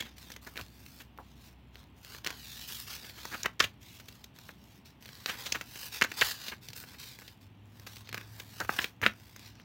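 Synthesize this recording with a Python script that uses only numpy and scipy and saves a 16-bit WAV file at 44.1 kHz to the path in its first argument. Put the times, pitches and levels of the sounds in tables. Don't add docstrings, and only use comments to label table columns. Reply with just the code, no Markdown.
import sys
import numpy as np
from scipy import signal
from scipy.io import wavfile
from scipy.ndimage import map_coordinates

SR = 44100
rng = np.random.default_rng(int(sys.argv[2]) if len(sys.argv) > 2 else 0)


def unload_audio(sound):
    columns = np.transpose(np.atleast_2d(sound))
    steps = np.round(np.clip(columns, -1, 1) * 32767)
    wavfile.write(sys.argv[1], SR, steps.astype(np.int16))


N = 425124
EDGE_HZ = 16000


def gain_of(db):
    return 10 ** (np.asarray(db) / 20)


def evened(x):
    return x / np.sqrt(np.mean(x ** 2) + 1e-20)


def read(points, hz):
    f, value = np.transpose(points)
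    return np.interp(np.log(hz + 1), np.log(f + 1), value)


def add(mix, s, sound):
    start = round(s * SR)
    sound = sound[max(-start, 0):]
    part = mix[max(start, 0):][:len(sound)]
    part += sound[:len(part)]


def band(x, lo_hz, hi_hz, order=2):
    edges = [min(lo_hz, hi_hz / 1.1), min(hi_hz, SR / 2.1)]
    return signal.sosfilt(signal.butter(order, edges, "band", fs=SR, output="sos"), x)


def colour(x, points):
    hz = abs(np.fft.fftfreq(4096, 1 / SR))
    log_gain = np.log(gain_of(read(points, hz)))
    taps = np.fft.ifft(np.exp(np.conj(signal.hilbert(log_gain)))).real
    return signal.fftconvolve(x, taps[:len(taps) // 2])[:len(x)]


def wander(per_s):
    knots = rng.standard_normal(int(per_s * N / SR) + 2)
    return map_coordinates(knots, [np.arange(N) * per_s / SR], order=3, mode="nearest")


# hz [Hz], level_db [dB per Hz]
RUMBLE_SPECTRUM = [(45, -10), (115, -3), (160, -9.5), (240, -8.5), (480, -25), (900, -22), (1450, -31.5),
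                   (2750, -27.5), (3300, -29.5), (8700, -72), (15800, -64.5)]


def room_tone(level_db=-57):
    return gain_of(level_db) * evened(colour(rng.standard_normal(N), RUMBLE_SPECTRUM))


# start_s [s], pitch_hz [Hz], level_db [dB]
LOW_DRONE = [(0, 64, -59.5), (2.6, 61.75, -62), (4.0, 64.3, -71)]
# start_s [s], pitch_hz [Hz], level_db [dB]
HIGH_DRONE = [(7.25, 95, -69), (7.6, 103, -55.5), (8.3, 106.7, -54.5), (9.6, 103.6, -65.5)]


def drone(rows, waver_db=.7):
    s, *columns = np.transpose(rows)
    t = np.arange(N) / SR
    hz, level_db = (np.interp(t, s, c) for c in columns)
    gain = gain_of(level_db + waver_db * wander(per_s=6))
    tone_wave = np.sqrt(2) * np.sin(2 * np.pi * np.cumsum(hz) / SR)
    return (t >= s[0]) * gain * tone_wave


# hz [Hz], t60_s [s]
REFLECTION_DECAY = [(200, 0.2), (15000, 0.11)]


def room(x, gap_s=.004, per_s=3000):
    t = np.arange(SR // 2) / SR
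    taps = rng.choice([-1, 1], len(t)) * (rng.random(len(t)) < per_s / SR) * (t > gap_s)
    hz, age, spectra = signal.stft(taps, SR, nperseg=256)
    fading = gain_of(-60 * age / read(REFLECTION_DECAY, hz)[:, None])
    tail = signal.istft(spectra * fading, SR, nperseg=256)[1]
    return signal.fftconvolve(x, tail / np.linalg.norm(tail))[:N]


# pitch_hz [Hz], level_db [dB]
TABLE_MODES = [(1620, -26), (4600, -44)]


def table_top(x, t60_s=0.0081):
    t = np.arange(SR // 4) / SR
    dying = gain_of(-60 * t / t60_s)
    modes = [gain_of(db) * evened(np.cos(2 * np.pi * hz * t) * dying) for hz, db in TABLE_MODES]
    return signal.fftconvolve(x, sum(modes) / np.sqrt(len(t)))[:N]


# start_s [s], level_db [dB], pitch_hz [Hz]
SETTLING = [(0.03, -49, 226), (0.612, -42, 97), (3.61, -41, 80), (3.644, -41, 100), (6.69, -44, 119),
            (8.63, -42, 75), (8.72, -49, 109), (9.019, -35.5, 106), (9.06, -36, 211)]


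def bumps(rise_s=0.0014, decay_s=0.017):
    out, t = np.zeros(N), np.arange(SR // 5) / SR
    envelope = (1 - np.exp(-t / rise_s)) * np.exp(-t / decay_s)
    for s, level_db, hz in SETTLING:
        cycles = np.sqrt(2) * np.sin(2 * np.pi * hz * t)
        add(out, s, gain_of(level_db) * envelope * cycles)
    return out


# hz [Hz], level_db [dB per Hz]
PAPER_SPECTRUM = [(180, -46.5), (300, -13.5), (424, -0.5), (631, -8.5), (1300, -0.5), (1590, 5),
                  (2250, -8.5), (3630, -4), (5660, -8.5), (9450, -17), (15500, -8.5)]


def paper_colour(x):
    return colour(x, PAPER_SPECTRUM)


def grains(count, per_s, spread_db):
    size = gain_of(spread_db * np.minimum(rng.exponential(1, count), 4))
    return evened(size * rng.standard_normal(count) * (rng.random(count) < per_s / SR))


def flexing(x, share=0.32, sway=0.188):
    t = np.arange(N) / SR
    soft = band(x, 500, 7000, order=1)
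    gaps_s = (.0003, .0006, .00095, .0019)
    echoes = sum(np.interp(t - gap * np.exp(sway * wander(per_s=6)), t, soft) for gap in gaps_s)
    return x - share * echoes


REST_DB = -82.5
# start_s [s], length_s [s], hiss_db [dB], swell_db from start to end [dB],
# body_db of the sheet [dB re hiss], fizz_db [dB re hiss]
SLIDES = [(0, 0.13, -59.5, -13, -8, -8.5), (0.158, 0.19, -59, -2.5, -9, -3),
          (0.409, 0.15, -65.5, -5, -2, 2), (0.544, 0.072, -56.5, 6, -10, -4),
          (0.625, 0.38, -65, 11.5, -12, -0.5), (1.191, 0.15, -71, 4.5, -9, -5),
          (1.344, 0.13, -66, 15.5, -13, -3), (1.715, 0.089, -69, 17, -4, -6.5),
          (1.95, 0.098, -72, 3, -6, 2), (2.022, 0.14, -55.5, 10.5, -7, -4),
          (2.237, 0.086, -49.5, 0, -2.5, -8.5), (2.33, 0.32, -51.5, 9, -17, -4),
          (2.666, 0.17, -47.5, -3, -17, -0.5), (2.86, 0.1, -46, 3.5, -10, -4),
          (2.98, .12, -54, 6, -8.5, -3.5), (3.138, 0.3, -52.5, 3.5, -9, -4.5),
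          (3.635, .03, -48, -16, -6, -6), (3.801, 0.2, -59, 1.5, -15, -4),
          (4.042, .22, -65.5, -10, -10, -3.5), (4.336, 0.17, -62, 6.5, -10, -4),
          (4.537, 0.24, -69, 8, -15, -3), (4.846, 0.035, -57.5, -3.5, -13, -6),
          (4.999, 0.44, -58, 8.5, -7.5, -4), (5.259, 0.081, -47.5, -7.5, -5, -3.5),
          (5.369, 0.25, -52, -8.5, -4.5, -3.5), (5.645, 0.22, -52.5, 15.5, -10.5, -1),
          (5.91, 0.064, -43.5, 3, -11, -4.5), (6.027, 0.15, -57.5, 16, -8, -4.5),
          (6.161, 0.15, -38.5, 4, -10, -4), (6.3, 0.19, -51.5, 16.5, -11.5, -6),
          (6.61, 0.11, -59, -7.5, -12, -3), (6.745, 0.077, -52.5, -2.5, -7.5, 1.5),
          (6.856, 0.092, -57, -0.5, -9, -4), (6.977, .17, -51, -6.5, -15.5, -4.5),
          (7.178, 0.14, -61, -3, -11, -2.5), (7.402, 0.058, -67, -13, -21, -4),
          (7.63, 0.21, -73, 17, -1, -1), (7.86, .15, -57.5, -2.5, -9, -2.5),
          (8.039, 0.06, -59.5, 1, -11, -13), (8.129, 0.12, -57.5, -6.5, -0.5, -6),
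          (8.24, 0.18, -62.5, 10, -4, -0.5), (8.444, .2, -58, 9, -6.5, -1.5),
          (8.679, 0.16, -47, 3.5, -3, -2.5), (9.018, .085, -51, -17.5, -3, -4.5),
          (9.14, 0.19, -65.5, 5.5, -8, -2), (9.335, .15, -59, 11, -10, -7.5),
          (9.537, 0.093, -66, -1, -6, -17)]


def strokes(attack_s=0.017, release_s=0.03, arch_db=2):
    power = np.full((3, N), gain_of(REST_DB) ** 2)
    for start, length, level_db, swell_db, body_db, fizz_db in SLIDES:
        t = np.arange(0, length + 8 * release_s, 1 / SR)
        along = np.minimum(t / length, 1)
        arch = arch_db * (np.sin(np.pi * along) - 2 / np.pi)
        hold = gain_of(level_db + swell_db * (along - .5) + arch)
        attack = np.minimum(t / attack_s, 1)
        release = np.exp(-np.maximum(t - length, 0) / release_s)
        speed = attack * hold * release
        for layer, db in zip(power, (0, body_db, fizz_db)):
            add(layer, start, (speed * gain_of(db)) ** 2)
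    return 10 * np.log10(power)


def sliding(catch_s=.0013, judder_db=1.76, tick_db=-37, ticks_per_s=28):
    level_db, body_db, fizz_db = strokes()
    judder = evened(band(rng.standard_normal(N), 17.5, 85))
    hits = rng.random(N) * (rng.random(N) < ticks_per_s / SR)
    catches = signal.lfilter([1], [1, -np.exp(-1 / (catch_s * SR))], hits)
    ticks = evened(catches * rng.standard_normal(N)) * gain_of(tick_db - .5 * level_db)
    ticks = ticks * (1 - gain_of(REST_DB - level_db))
    friction = grains(N, per_s=15000, spread_db=-2.1) * gain_of(judder_db * judder) + ticks
    rub = paper_colour(flexing(friction))
    body = gain_of(body_db) * evened(band(rub, 310, 1235, order=3))
    hiss = gain_of(level_db) * evened(band(rub, 2135, 6520, order=4))
    fizz = gain_of(fizz_db) * evened(band(rub, 7120, EDGE_HZ, order=4))
    return body + hiss + fizz


def tone(level_db, hz, crack_db, usual_thud_db):
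    force_db = level_db + 43
    octaves = np.log2(hz / 2000)
    thud_db = usual_thud_db - 4.5 * octaves - 0.228 * force_db
    fizz_db = -7.5 + 0.42 * crack_db - 0.3527 * force_db
    return thud_db, crack_db, fizz_db


def sheet(push, crackle, level_db, hz, thud_db, crack_db, fizz_db, width=1.59):
    ring = evened(band(push, hz / width, hz * width, order=3))
    thud = gain_of(thud_db) * evened(band(push, 135, 570))
    crack = gain_of(crack_db) * evened(band(crackle, 3700, 7000, order=4))
    fizz = gain_of(fizz_db) * evened(band(paper_colour(crackle), 8500, EDGE_HZ, order=4))
    over_10_ms = np.sqrt(.01 * SR / len(push))
    return gain_of(level_db) * (ring + thud + crack + fizz) * over_10_ms


# peak_s [s], level_db of the ring over 10 ms [dB], pitch_hz of the ring [Hz],
# crack_db [dB re ring], length_s [s]
PAGE_FLICKS = [(0.007, -33.5, 2920, -11.5, 0.011), (0.062, -48.5, 2280, -17, 0.03),
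               (0.474, -45, 1340, -8, 0.017), (0.595, -43, 980, -24, 0.025),
               (1.009, -49, 2100, -7.5, 0.022), (1.2, -49.5, 630, -33, .026), (2.705, -51, 1500, -8, 0.027),
               (3.047, -50.5, 2060, -16, 0.013), (3.183, -51, 1900, -6, 0.02),
               (3.325, -42.5, 1400, -8, 0.028), (3.344, -36, 1560, -15, 0.019),
               (3.433, -47.5, 2550, 12, 0.0035), (3.45, -38.5, 1480, -41, 0.014),
               (3.461, -29, 1650, -12, 0.0063), (3.6043, -22, 3630, -24, 0.0083),
               (3.6053, -21.5, 1740, -20, 0.011), (3.627, -33.5, 2000, -6.5, .024),
               (3.644, -29.5, 2310, -9, 0.012), (4.087, -50, 2450, -1.5, 0.0077),
               (4.243, -54, 2430, 4, 0.0053), (5.296, -32, 1950, -10, 0.028),
               (5.345, -44.5, 1650, -14, .04), (5.466, -38, 2350, -0.5, 0.018),
               (5.524, -28, 3700, -11, 0.0055), (5.554, -32, 1700, -14, 0.018),
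               (6.025, -29.5, 1990, -3, 0.0031), (6.039, -36, 2170, -3, 0.0052),
               (6.047, -32.5, 1360, -10, 0.0081), (6.118, -39, 1980, -8.5, .005),
               (6.2195, -20, 1940, -16, 0.01), (6.525, -39.5, 1680, -32, 0.019),
               (6.947, -53.5, 1800, -13, .015), (7.221, -53.5, 1600, -8, 0.013),
               (7.87, -46.5, 1780, -1.5, .011), (8.146, -47, 2100, -9, .01),
               (8.401, -44.5, 2190, -3, 0.0072), (8.61, -32.5, 1140, -17, 0.019),
               (8.649, -45.5, 1640, -11, 0.006), (8.7903, -26, 1920, -28, 0.0077),
               (8.819, -39, 2000, -3, 0.029), (9.032, -29.5, 1450, -26, .013),
               (9.04, -28.5, 1850, -27, 0.012), (9.059, -32, 1360, -28, 0.012),
               (9.07, -39, 1990, -9, 0.023)]


def flicks(rise_share=0.41, usual_thud_db=-8.5, puff_db=-21, puff_hz=(60, 170)):
    out, t = np.zeros(N), np.arange(-2048, 6144) / SR
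    for s, level_db, hz, crack_db, length in PAGE_FLICKS:
        rise, fall = length * rise_share, length * (1 - rise_share)
        contact = np.where(t < 0, np.exp(-(t / rise) ** 2), np.exp(-abs(t / fall) ** 1.5))
        slips = contact * grains(len(t), per_s=13000, spread_db=1.3)
        rustle = sheet(slips, slips, level_db, hz, *tone(level_db, hz, crack_db, usual_thud_db))
        puff = gain_of(puff_db) * rustle.std() * evened(band(slips, *puff_hz))
        add(out, s + t[0], rustle + puff)
    return out


# start_s [s], level_db of the ring over 10 ms [dB], pitch_hz of the ring [Hz],
# crack_db [dB re ring], decay_s [s]
BUCKLES = [(0.024, -45.5, 2430, -14, .005), (0.1815, -57.5, 2300, -1, .004),
           (0.3022, -51, 1520, -4, 0.0052), (0.318, -50.5, 2590, 2, 0.0066),
           (0.363, -48, 2030, -5.5, 0.0064), (0.558, -48, 1690, -18, 0.0055), (0.569, -45, 2200, -12, .003),
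           (0.5755, -40.5, 2410, -10.5, 0.0023), (0.595, -47, 1870, -13, 0.0041),
           (0.612, -46.5, 2740, -7, 0.0022), (0.863, -56, 2600, -4, .002), (1.176, -60, 1810, -6, 0.0029),
           (1.1869, -45.5, 850, -46, 0.0069), (1.756, -52, 2800, -21, .0025),
           (2.0479, -54, 2600, 0, 0.0013), (2.1476, -49, 1830, -8, .004), (2.2461, -44, 2370, 0, 0.0024),
           (2.2638, -34.5, 2020, -5, .008), (2.2723, -36, 2410, -2, 0.0011),
           (2.3044, -41.5, 1880, -5.5, 0.0042), (3.096, -51, 2410, -16, .005),
           (3.2526, -41, 1240, -4, 0.0043), (3.4576, -32, 1650, -17, 0.0034),
           (3.5951, -46, 2300, 2, 0.0015), (3.9995, -53, 2040, -3, 0.011), (4.387, -56, 1760, 0, 0.0046),
           (4.4915, -47.5, 1440, -32, 0.0068), (5.025, -59, 2530, 0, 0.0011),
           (5.0572, -51.5, 2700, -8, 0.0043), (5.09, -50.5, 2530, -14, 0.0015),
           (5.26, -33, 2600, -8, 0.002), (5.6112, -39, 1990, -9, 0.0066), (5.7577, -47.5, 2070, -4, 0.0073),
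           (6.013, -29, 1780, -7, 0.0052), (6.0204, -20.5, 1900, -27, 0.0033),
           (6.2117, -30.5, 2610, -0.5, 0.0028), (6.483, -38.5, 2800, -8, 0.007),
           (6.6861, -47, 3060, 1, .004), (6.7323, -48.5, 3300, -4, 0.0069), (6.703, -58, 1720, 3, 0.003),
           (6.8385, -51.5, 1680, -18, 0.0058), (7.188, -53, 1520, -5, 0.0024),
           (7.2794, -49, 3220, -11, 0.0073), (7.7972, -59.5, 2300, 2, 0.0025),
           (7.9675, -49.5, 2850, -12, 0.0025), (8.0735, -55, 2770, -21, 0.0022),
           (8.091, -47, 2340, -7, 0.0045), (8.1277, -42.5, 2030, -7, 0.0036),
           (8.1443, -38, 1680, -6, 0.0018), (8.1732, -49, 1740, -15, 0.0024),
           (8.178, -41, 1740, -11, .0035), (8.212, -50, 2100, -12, 0.0036), (8.6021, -41, 1760, 1, 0.0036),
           (8.6932, -26.5, 1230, -49, 0.0032), (8.8435, -31, 2370, -12.5, 0.0037),
           (9.0156, -42, 1640, -7.5, .007), (9.0634, -19, 2020, -25, .0035),
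           (9.362, -52.5, 1520, -0.5, 0.0068), (9.394, -59, 2000, 0, 0.0022),
           (9.599, -56.5, 2080, -27, 0.0029)]


def snaps(scatter=1.0, mode=0.099, crack_life=0.48, crack_rise_s=0.00044, usual_thud_db=-9):
    out, t = np.zeros(N), np.arange(2048) / SR
    for s, level_db, hz, crack_db, decay in BUCKLES:
        dying = np.exp(-t / decay)
        swing = np.cos(2 * np.pi * hz * t) * dying
        waves = rng.standard_normal(len(t)) * dying
        crack_envelope = (1 - np.exp(-t / crack_rise_s)) * dying ** (1 / crack_life)
        crackle = rng.standard_normal(len(t)) * crack_envelope
        pulse = t == 0
        push = pulse + mode * swing / np.linalg.norm(swing) + scatter * waves / np.linalg.norm(waves)
        add(out, s, sheet(-push, crackle, level_db, hz, *tone(level_db, hz, crack_db, usual_thud_db)))
    return out


def scene(room_db=-16):
    paper = snaps() + flicks() + sliding() + bumps()
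    booklet = paper + table_top(paper)
    reflections = gain_of(room_db) * room(booklet)
    background = room_tone() + drone(LOW_DRONE) + drone(HIGH_DRONE)
    return (booklet + reflections + background)[None]


def record(dry):
    thinned = signal.sosfilt(signal.butter(8, 52, "high", fs=SR, output="sos"), dry)
    band_limit = signal.firwin(511, EDGE_HZ, window=("kaiser", 9), fs=SR)
    return signal.oaconvolve(thinned, band_limit[None], "same")


dry = scene()
out = record(dry)
unload_audio(out)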